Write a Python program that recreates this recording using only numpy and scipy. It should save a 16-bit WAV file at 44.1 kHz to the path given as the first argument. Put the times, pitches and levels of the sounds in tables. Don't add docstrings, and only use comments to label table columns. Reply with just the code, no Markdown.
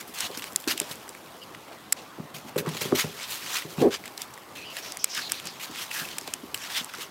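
import sys
import numpy as np
from scipy import signal
from scipy.io import wavfile
from scipy.ndimage import uniform_filter1d

SR = 44100
rng = np.random.default_rng(int(sys.argv[2]) if len(sys.argv) > 2 else 0)


def pcm_store(signal):
    levels = np.round(np.clip(np.atleast_2d(signal), -1, 1) * 32767)
    wavfile.write(sys.argv[1], SR, levels.astype(np.int16).T)


def rack_gain(trim_db):
    fader = np.asarray(trim_db, float)
    return 10 ** (fader / 20)


N = 313110


def evened(x):
    return x / np.sqrt(np.mean(x ** 2) + 1e-20)


def add(mix, s, sound):
    part = mix[round(s * SR):][:len(sound)]
    part += sound[:len(part)]


def resonate(x, hz, width_hz):
    turn = np.exp(2j * np.pi * np.cumsum(hz * np.ones(len(x))) / SR)
    decay = np.exp(-np.pi * width_hz / SR)
    return 2 * (turn * signal.lfilter([1 - decay], [1, -decay], x / turn)).real


def band(x, lo_hz, hi_hz, order=2):
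    sos = signal.butter(order, [lo_hz, min(hi_hz, SR / 2.1)], "band", fs=SR, output="sos")
    return signal.sosfilt(sos, x)


# frequency in Hz, relative level in dB.
YARD_SPECTRUM = [(15, -51), (25, -6), (58, -14), (105, -1), (304, 2), (445, 0), (524, 0.5), (617, 0.5),
                 (687, 0.5), (1120, 0.5), (1680, -7.5), (1830, -8), (14800, -29.5), (16500, -28)]
YARD_DB = -47


def yard():
    frames, hz = N // 256 + 5, np.fft.rfftfreq(1024, 1 / SR)
    a, b, patches = rng.standard_normal((frames, 513, 3)).T
    patches = uniform_filter1d(patches, size=12, axis=0)
    patches = evened(uniform_filter1d(patches, size=14, axis=1))
    f, db = np.transpose(YARD_SPECTRUM)
    spectrum_db = np.interp(np.log(hz + 1), np.log(f + 1), db)
    z = (a + 1j * b) * rack_gain(spectrum_db[:, None] + 2.04 * patches)
    noise = signal.istft(z, nperseg=1024, noverlap=768)[1][:N]
    return rack_gain(YARD_DB) * evened(noise)


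PATCHY_DB = 2.6


def patchy(x):
    z = signal.stft(x, nperseg=256, noverlap=192)[2]
    patches = uniform_filter1d(rng.standard_normal(z.T.shape), size=16, axis=0)
    patches = evened(uniform_filter1d(patches, size=3, axis=1))
    return signal.istft(z * rack_gain(PATCHY_DB * patches.T), nperseg=256, noverlap=192)[1][:len(x)]


def scrape(level_db, hz, treble_db, grit_db=2.5, slips_per_s=6000, ticks_per_s=50):
    n = len(level_db)
    chance, sign, size = rng.random(n), rng.standard_normal(n), rng.exponential(1, n)
    clumps = rack_gain(1.9 * evened(uniform_filter1d(rng.standard_normal(n), size=180)))
    big_slips = (chance < slips_per_s / SR) * rack_gain(grit_db * np.minimum(size, 5))
    slips = evened(clumps * sign * (2.1 + big_slips))
    ticks = np.sign(sign) * (chance > 1 - ticks_per_s / SR) * rack_gain(0.87 * np.minimum(size, 3))
    slips = slips + 4 * ticks

    rasp = evened(resonate(resonate(slips, hz, 2000), hz, 2000))
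    broad = evened(band(slips, 1100, 6030, order=1))
    body = evened(patchy(band(rasp + 6.5 * broad, 790, 7960)))

    fine, finest = slips * rng.choice([-1., 1.], (2, n))
    hiss = evened(band(fine, 5700, 12400, order=1)) + evened(band(finest, 10500, 15400))
    return rack_gain(level_db) * (0.7 * body + 0.42 * rack_gain(treble_db) * hiss)


RASP_HZ = 3100

# time in seconds, level in dB, treble hiss gain in dB against that level.
SHUFFLE_CURVE = [(0.0, -51, -3), (0.3, -49, 2), (1.7, -53, -3), (2.45, -56, -1), (2.77, -46.5, -7),
                 (3.5, -41, -1), (3.6, -50, 0), (4.31, -52.5, -0.5), (4.61, -54.5, -2), (4.73, -47.5, -10),
                 (5.26, -46, -2), (5.56, -45.5, -7), (5.99, -44, -5), (6.53, -51.5, -1), (6.76, -45.5, -3),
                 (7.1, -55, -4)]


def shuffle():
    s, level_db, treble_db = np.transpose(SHUFFLE_CURVE)
    t = np.arange(N) / SR
    return scrape(np.interp(t, s, level_db), RASP_HZ, np.interp(t, s, treble_db))


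def rush(s, length, db, hz, width_hz):
    air = rng.standard_normal(round(length * SR))
    glide = np.linspace(hz, 0.93 * hz, len(air))
    other = glide * (0.62 if hz > 4800 else 1.63)
    main = resonate(resonate(air, glide, width_hz), glide, width_hz)
    second = resonate(resonate(air, other, 500), other, 500)
    whistle = evened(resonate(air, glide, 90))
    puff = evened(main + 0.3 * second) + 0.18 * whistle
    return s, rack_gain(db) * evened(puff) * signal.windows.tukey(len(air), .35)


# start in seconds, length in seconds, level in dB,
# mouth resonance at the start in Hz, width of each of its two passes in Hz.
PANTS = [(4.55, 0.11, -45, 2660, 250), (4.635, 0.104, -43, 3000, 453), (4.81, 0.13, -46, 5670, 1500),
         (4.985, 0.078, -41.5, 5550, 1100), (5.084, 0.13, -39, 5450, 1500), (5.204, 0.089, -38, 4270, 1210),
         (5.33, 0.079, -45, 4220, 1500), (5.459, 0.055, -43, 5050, 1510)]


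def pant(s, length, db, mouth_hz, width_hz):
    return rush(s, length, db, mouth_hz, width_hz)


# start in seconds, length in seconds, level in dB,
# resonance at the start in Hz, width of each of its two passes in Hz.
DRAGS = [(0.232, 0.043, -46.5, 760, 200), (1.411, 0.036, -46, 3060, 250), (5.902, 0.033, -42, 2750, 500),
         (6.046, 0.0127, -38, 2730, 600), (6.89, 0.012, -45, 1570, 400), (2.655, 0.042, -36, 1080, 300),
         (4.763, 0.034, -41, 1810, 370), (5.167, 0.037, -35, 1620, 503), (5.946, 0.099, -38.5, 1680, 500),
         (6.735, 0.086, -34, 3540, 1200), (6.936, 0.015, -37, 1520, 700)]


def drag(s, length, db, wood_hz, width_hz):
    return rush(s, length, db, wood_hz, width_hz)


# frequency in Hz, width in Hz,
# relative strength in dB before division by the root of the width.
BARREL_MODES = [(88, 13, -17), (154, 26, -5.5), (250, 35, -2), (330, 53, -3.5), (403, 29.5, -0.5),
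                (504, 61, -2.5), (600, 17, -6.5), (740, 150, -5.5), (1117, 79, -3), (1290, 400, -4)]


def barrel(drive, lean_hz, lean_db, deep_db):
    boom = np.zeros(len(drive))
    for k, (hz, width_hz, db) in enumerate(BARREL_MODES):
        near_db = lean_db * np.exp(-(np.log(hz / lean_hz) / 0.3) ** 2) + deep_db * (hz < 200)
        mode = rack_gain(db + near_db) * resonate(drive, hz, width_hz) / np.sqrt(width_hz)
        boom += (-1) ** k * mode
    return boom


# time in seconds, driving level in dB.
ROCKING = [(3.775, -39), (3.822, -15.5), (3.845, -14), (3.878, -19), (3.892, -31), (3.97, -53)]


def rocking(rows):
    s, level_db = np.transpose(rows)
    t = np.arange(s[0], s[-1], 1 / SR)
    roughness = uniform_filter1d(rng.standard_normal(len(t)), size=32)
    boom = barrel(rack_gain(np.interp(t, s, level_db)) * roughness, 393, lean_db=6, deep_db=-3.0)
    rms_db = np.max(level_db) - 7.0
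    return s[0], rack_gain(rms_db) * evened(boom) * signal.windows.tukey(len(t), .1)


# start in seconds, peak level in dB,
# contact time in seconds (0.0005 at least), 60 dB decay of the chatter in seconds, favoured mode in Hz.
THUMPS = [(0.091, -37, 0.0027, 0.1, 230), (0.299, -30, 0.0011, 0.15, 483),
          (0.372, -29.5, 0.0018, 0.35, 278), (0.67, -20, 0.0021, 0.34, 310),
          (0.809, -26.5, 0.0029, 0.12, 553), (0.906, -35, 0.0035, 0.45, 495),
          (2.182, -30, 0.00089, 0.22, 305), (2.196, -26, 0.0047, 0.22, 185),
          (2.344, -38, 0.0035, 0.53, 193), (2.447, -36.5, 0.0027, 0.6, 253), (2.56, -14, 0.002, 0.48, 480),
          (2.665, -22, 0.0022, 0.19, 400), (2.673, -21.5, 0.0039, 0.35, 140),
          (2.749, -29, 0.00091, 0.29, 159), (2.814, -24.5, 0.00075, 0.68, 504),
          (2.853, -24, 0.003, 0.5, 423), (2.915, -23, 0.0011, 0.15, 310), (2.923, -10, 0.0033, 0.17, 387),
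          (3.041, -22, 0.0044, 0.36, 407), (3.648, -28.5, 0.0031, 0.61, 376),
          (3.781, -20, 0.0045, 0.29, 156), (5.175, -43, 0.0042, 0.34, 208), (5.695, -34, 0.0029, 0.2, 212),
          (6.014, -33.5, 0.0032, 0.12, 140), (6.213, -36, 0.0022, 0.27, 330),
          (6.277, -28.5, 0.00046, 0.033, 780), (6.434, -30, 0.0026, 0.1, 250),
          (6.809, -33, 0.004, 0.18, 210), (6.983, -36.5, 0.0016, 0.54, 396)]
DEEP_DB, DEEP_DB_PER_S = -5.5, 24.5


def thump(s, peak_db, contact, t60, hz):
    t = np.arange(round(.3 * SR)) / SR
    push = np.sin(2 * np.pi * np.minimum(t[:600] / max(contact, .0005), 1))
    push[:12] += 5.0
    hits = rng.random(len(t)) < 1500 / SR
    bounces = .13 * rng.standard_normal(len(t)) * hits * rack_gain(-60 * t / max(t60, .01))
    bounces[0] = 1
    drive = signal.oaconvolve(bounces, push)[:len(t)]
    boom = barrel(drive, hz, 10.6, DEEP_DB + DEEP_DB_PER_S * t60)
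    return s, rack_gain(peak_db) * boom / abs(boom).max()


# (gain of the rings below 4500 Hz, ahead of a shared 22 dB lift).
SNAPS = [(0.188, -20, 0.0018, 5850, -11), (0.206, -9, 0.0028, 7540, -30), (0.314, -32, 0.0028, 3690, -11),
         (0.35, -28, 0.002, 3700, 2), (0.374, -19.5, 0.0017, 5570, -23), (0.395, -23, 0.0019, 2920, -18),
         (0.4217, -22.5, 0.0013, 2910, 0), (0.4417, -16.5, 0.00047, 3020, -25),
         (0.523, -27.5, 0.002, 6480, -14), (0.5601, -4, 0.0021, 7800, -20),
         (0.532, -30, 0.0015, 12000, -20), (0.601, -27, 0.002, 13400, -23), (0.611, -30, 0.002, 13500, -22),
         (0.621, -34, 0.003, 13400, -21), (0.6406, -27, 0.0022, 3100, -8), (0.676, -18, 0.0009, 2620, -25),
         (0.7768, -15.5, 0.0022, 3100, -27), (0.8007, -4.5, 0.00088, 9450, 3.5),
         (0.815, -21, 0.005, 3150, -17), (0.9118, -25, 0.0086, 3520, -27),
         (0.9557, -29, 0.0024, 13100, -26), (1.079, -32, 0.0021, 1980, -16),
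         (1.092, -20, 0.0011, 13300, -31), (1.1493, -32, 0.0022, 2030, -12), (1.436, -38, 0.002, 8100, -25),
         (1.682, -37, 0.0023, 2390, 0), (1.548, -31, 0.0017, 2170, 6), (1.9237, -2.5, 0.0055, 8500, -7),
         (2.494, -35, 0.0024, 2540, -24), (2.56, -31, 0.011, 2440, -25), (2.663, -30, 0.0013, 2000, -4),
         (2.6886, -25, 0.0056, 3300, -26), (2.809, -24, 0.0048, 6000, -17), (2.9495, -24, 0.0028, 3100, -8),
         (3.2312, -24, 0.002, 6360, -11), (4.039, -29, 0.0011, 1990, 14), (4.0564, -27, 0.0042, 1950, -22),
         (4.0784, -25, 0.0016, 3370, -19), (4.1775, -21, 0.0024, 5000, -17),
         (4.2187, -14.5, 0.0015, 5300, -30), (4.338, -30, 0.0055, 5730, -11),
         (4.377, -31.5, 0.0014, 1930, -7), (4.7681, -19, 0.0015, 2840, -25),
         (4.921, -19.5, 0.0016, 5640, -17), (4.9711, -16.5, 0.0012, 7650, 6),
         (5.0426, -3.5, 0.0019, 9200, -10), (5.1492, -18, 0.0018, 5300, -11), (5.32, -3, 0.00058, 8000, -2),
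         (5.399, -23.5, 0.0015, 2910, -18), (5.455, -25, 0.0036, 7740, -17), (5.471, -20, 0.0033, 4940, 0),
         (5.7596, -23, 0.0015, 2280, -23), (5.913, -21.5, 0.005, 2630, -2), (6.0877, -23, 0.0013, 3570, -7),
         (6.1837, -13, 0.0035, 7900, 17), (6.212, -25, 0.0015, 5600, 2), (6.2761, -21, 0.0029, 4140, -20),
         (6.338, -10, 0.0013, 7100, -20), (6.544, -12.5, 0.0029, 3100, -43), (6.558, -29, 0.001, 8000, -18),
         (6.576, -24, 0.00093, 5000, -15), (6.8454, -17.5, 0.0014, 8550, -10),
         (6.9378, -23, 0.0015, 1790, -8), (6.9504, -26, 0.001, 5000, -9)]
# frequency in Hz,
# base width in Hz (it sounds at 300 Hz plus 3.6 times this), relative level in dB.
SNAP_RINGS = [(2100, 170, -3), (3700, 520, -23), (5150, 99, 11.5), (7850, 160, 18), (9450, 180, 6),
              (9250, 130, -35.5), (12020, 350, 6), (12200, 280, -1.5)]


def snap(s, peak_db, burst, lean_hz, body_db):
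    t = np.arange(round(.04 * SR)) / SR
    decay = rack_gain(-60 * np.maximum(t - burst, 0) / 0.004)
    cracks = rng.standard_normal(len(t)) * (rng.random(len(t)) < .25) * decay
    cracks[0] = 3.2
    ring = np.zeros(len(t))
    for hz, base_hz, db in SNAP_RINGS:
        gain_db = db + (body_db + 22.0) * (hz < 4500) - 2.3 * abs(np.log2(hz / lean_hz))
        ring += rack_gain(gain_db) * resonate(cracks, hz, 300 + 3.6 * base_hz)
    own = resonate(cracks, lean_hz, 0.75 * lean_hz)
    own = resonate(own, lean_hz, 0.75 * lean_hz)
    ring = band(ring / abs(ring).max() + 0.76 * own / abs(own).max(), 1170, 14400)
    return s, rack_gain(peak_db) * ring / abs(ring).max()


# start in seconds, swell in seconds, fade in seconds,
# level at full pressure in dB, treble hiss gain in dB against that level.
SCUFFS = [(0.0, 0.0072, 0.04, -34.5, -2.5), (.065, .02, 0.068, -51, 9), (.136, 0.0063, 0.069, -36.5, -2),
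          (.155, 0.052, 0.11, -30, -6), (.2, 0.064, 0.034, -28.5, -9), (.31, 0.044, 0.068, -38, -14),
          (.372, 0.0037, 0.067, -36, 2), (0.421, 0.0028, 0.075, -35, -17), (.445, 0.027, 0.047, -38, -4),
          (0.601, 0.0022, 0.051, -52, 8), (.865, 0.058, 0.04, -38, 0), (1.7, 0.027, 0.066, -48.5, -12),
          (5.292, 0.0073, 0.016, -33.5, -3), (6.883, 0.015, 0.017, -39, -9), (.674, 0.0024, 0.095, -25, -5),
          (.69, 0.026, 0.041, -21.5, -4.5), (0.757, 0.023, 0.16, -37.5, -8), (.81, 0.0034, 0.51, -42, -7),
          (1.002, 0.027, .1, -53, -10), (1.542, 0.008, 0.0098, -41.5, -21), (1.963, 0.0085, 0.2, -42, -22),
          (2.34, 0.0027, 0.13, -37.5, -3), (2.441, 0.055, 0.015, -45, -1), (2.576, 0.0097, 0.037, -26, 1),
          (2.661, 0.11, 0.29, -34, -7.5), (2.811, 0.0024, 0.13, -26, -4), (2.951, 0.0033, 0.13, -24.5, -4),
          (2.97, 0.038, 0.053, -19, -6), (3.05, 0.045, 0.48, -46, -10), (3.17, 0.071, 0.043, -31, -16),
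          (3.275, 0.04, 0.2, -30.5, -1.5), (3.41, .064, 0.14, -33.5, -16), (3.491, 0.078, 0.1, -24, -7),
          (3.679, 0.031, 0.14, -41.5, -3), (3.769, 0.049, .1, -34, -6), (3.906, 0.044, 0.035, -26.5, -13),
          (4.038, 0.021, 0.06, -39, -16), (4.17, 0.058, 0.061, -37.5, -4),
          (4.55, 0.0047, 0.26, -39.5, -6.5), (4.7, 0.097, 0.034, -37, -2.5), (4.81, 0.046, 0.2, -38, -5),
          (5.06, 0.1, 0.11, -37.5, -10), (5.149, 0.026, 0.13, -28, -10), (5.31, 0.0049, 0.17, -32, -8),
          (5.409, 0.061, .18, -41, -17), (5.596, 0.047, 0.056, -31.5, -3), (5.711, 0.079, .1, -35, -10),
          (5.77, 0.057, 0.087, -31.5, -4.5), (5.905, 0.041, 0.29, -32.5, -1),
          (5.959, 0.039, .08, -30.5, -2.5), (6.059, 0.056, 0.17, -39.5, -18),
          (6.221, 0.078, 0.16, -40.5, -10), (6.335, 0.002, 0.01, -24, -21), (6.549, .003, 0.062, -39, 3),
          (6.56, 0.089, 0.23, -35, -9.5), (6.7, .08, 0.088, -26, -7.5), (6.91, 0.047, 0.016, -39.5, -20),
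          (6.959, 0.064, 0.082, -33.5, -5.5)]
TOUCH_DB, FADE_DB = -11, -26
RASP_SAG_HZ_PER_DB = 71


def scuff(s, swell, fade, peak_db, treble_db):
    t = np.arange(round(.5 * SR)) / SR
    pressure_db = np.where(t < swell, TOUCH_DB * (1 - t / swell), FADE_DB * (t - swell) / fade)
    hz = np.maximum(RASP_HZ + RASP_SAG_HZ_PER_DB * pressure_db, 1500)
    stroke = scrape(peak_db + pressure_db, hz, treble_db)
    return s, stroke * signal.windows.tukey(len(t), .008)


def scene():
    near = shuffle()
    for source, table in ((pant, PANTS), (drag, DRAGS), (thump, THUMPS), (snap, SNAPS), (scuff, SCUFFS)):
        for row in table:
            add(near, *source(*row))
    add(near, *rocking(ROCKING))
    echo = np.zeros(N)
    add(echo, .0031, rack_gain(-28) * near)
    return (near + echo + yard())[None]


def roll_off(x):
    return signal.sosfilt(signal.butter(12, 16980, fs=SR, output="sos"), x)


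def record(dry):
    thin = signal.sosfilt(signal.butter(3, 62, "high", fs=SR, output="sos"), dry)
    low_pass = signal.firwin(255, 15900, window=("kaiser", 3), fs=SR)
    limited = signal.oaconvolve(thin, low_pass[None], "same")
    return roll_off(limited)


dry = scene()
out = record(dry)
pcm_store(out)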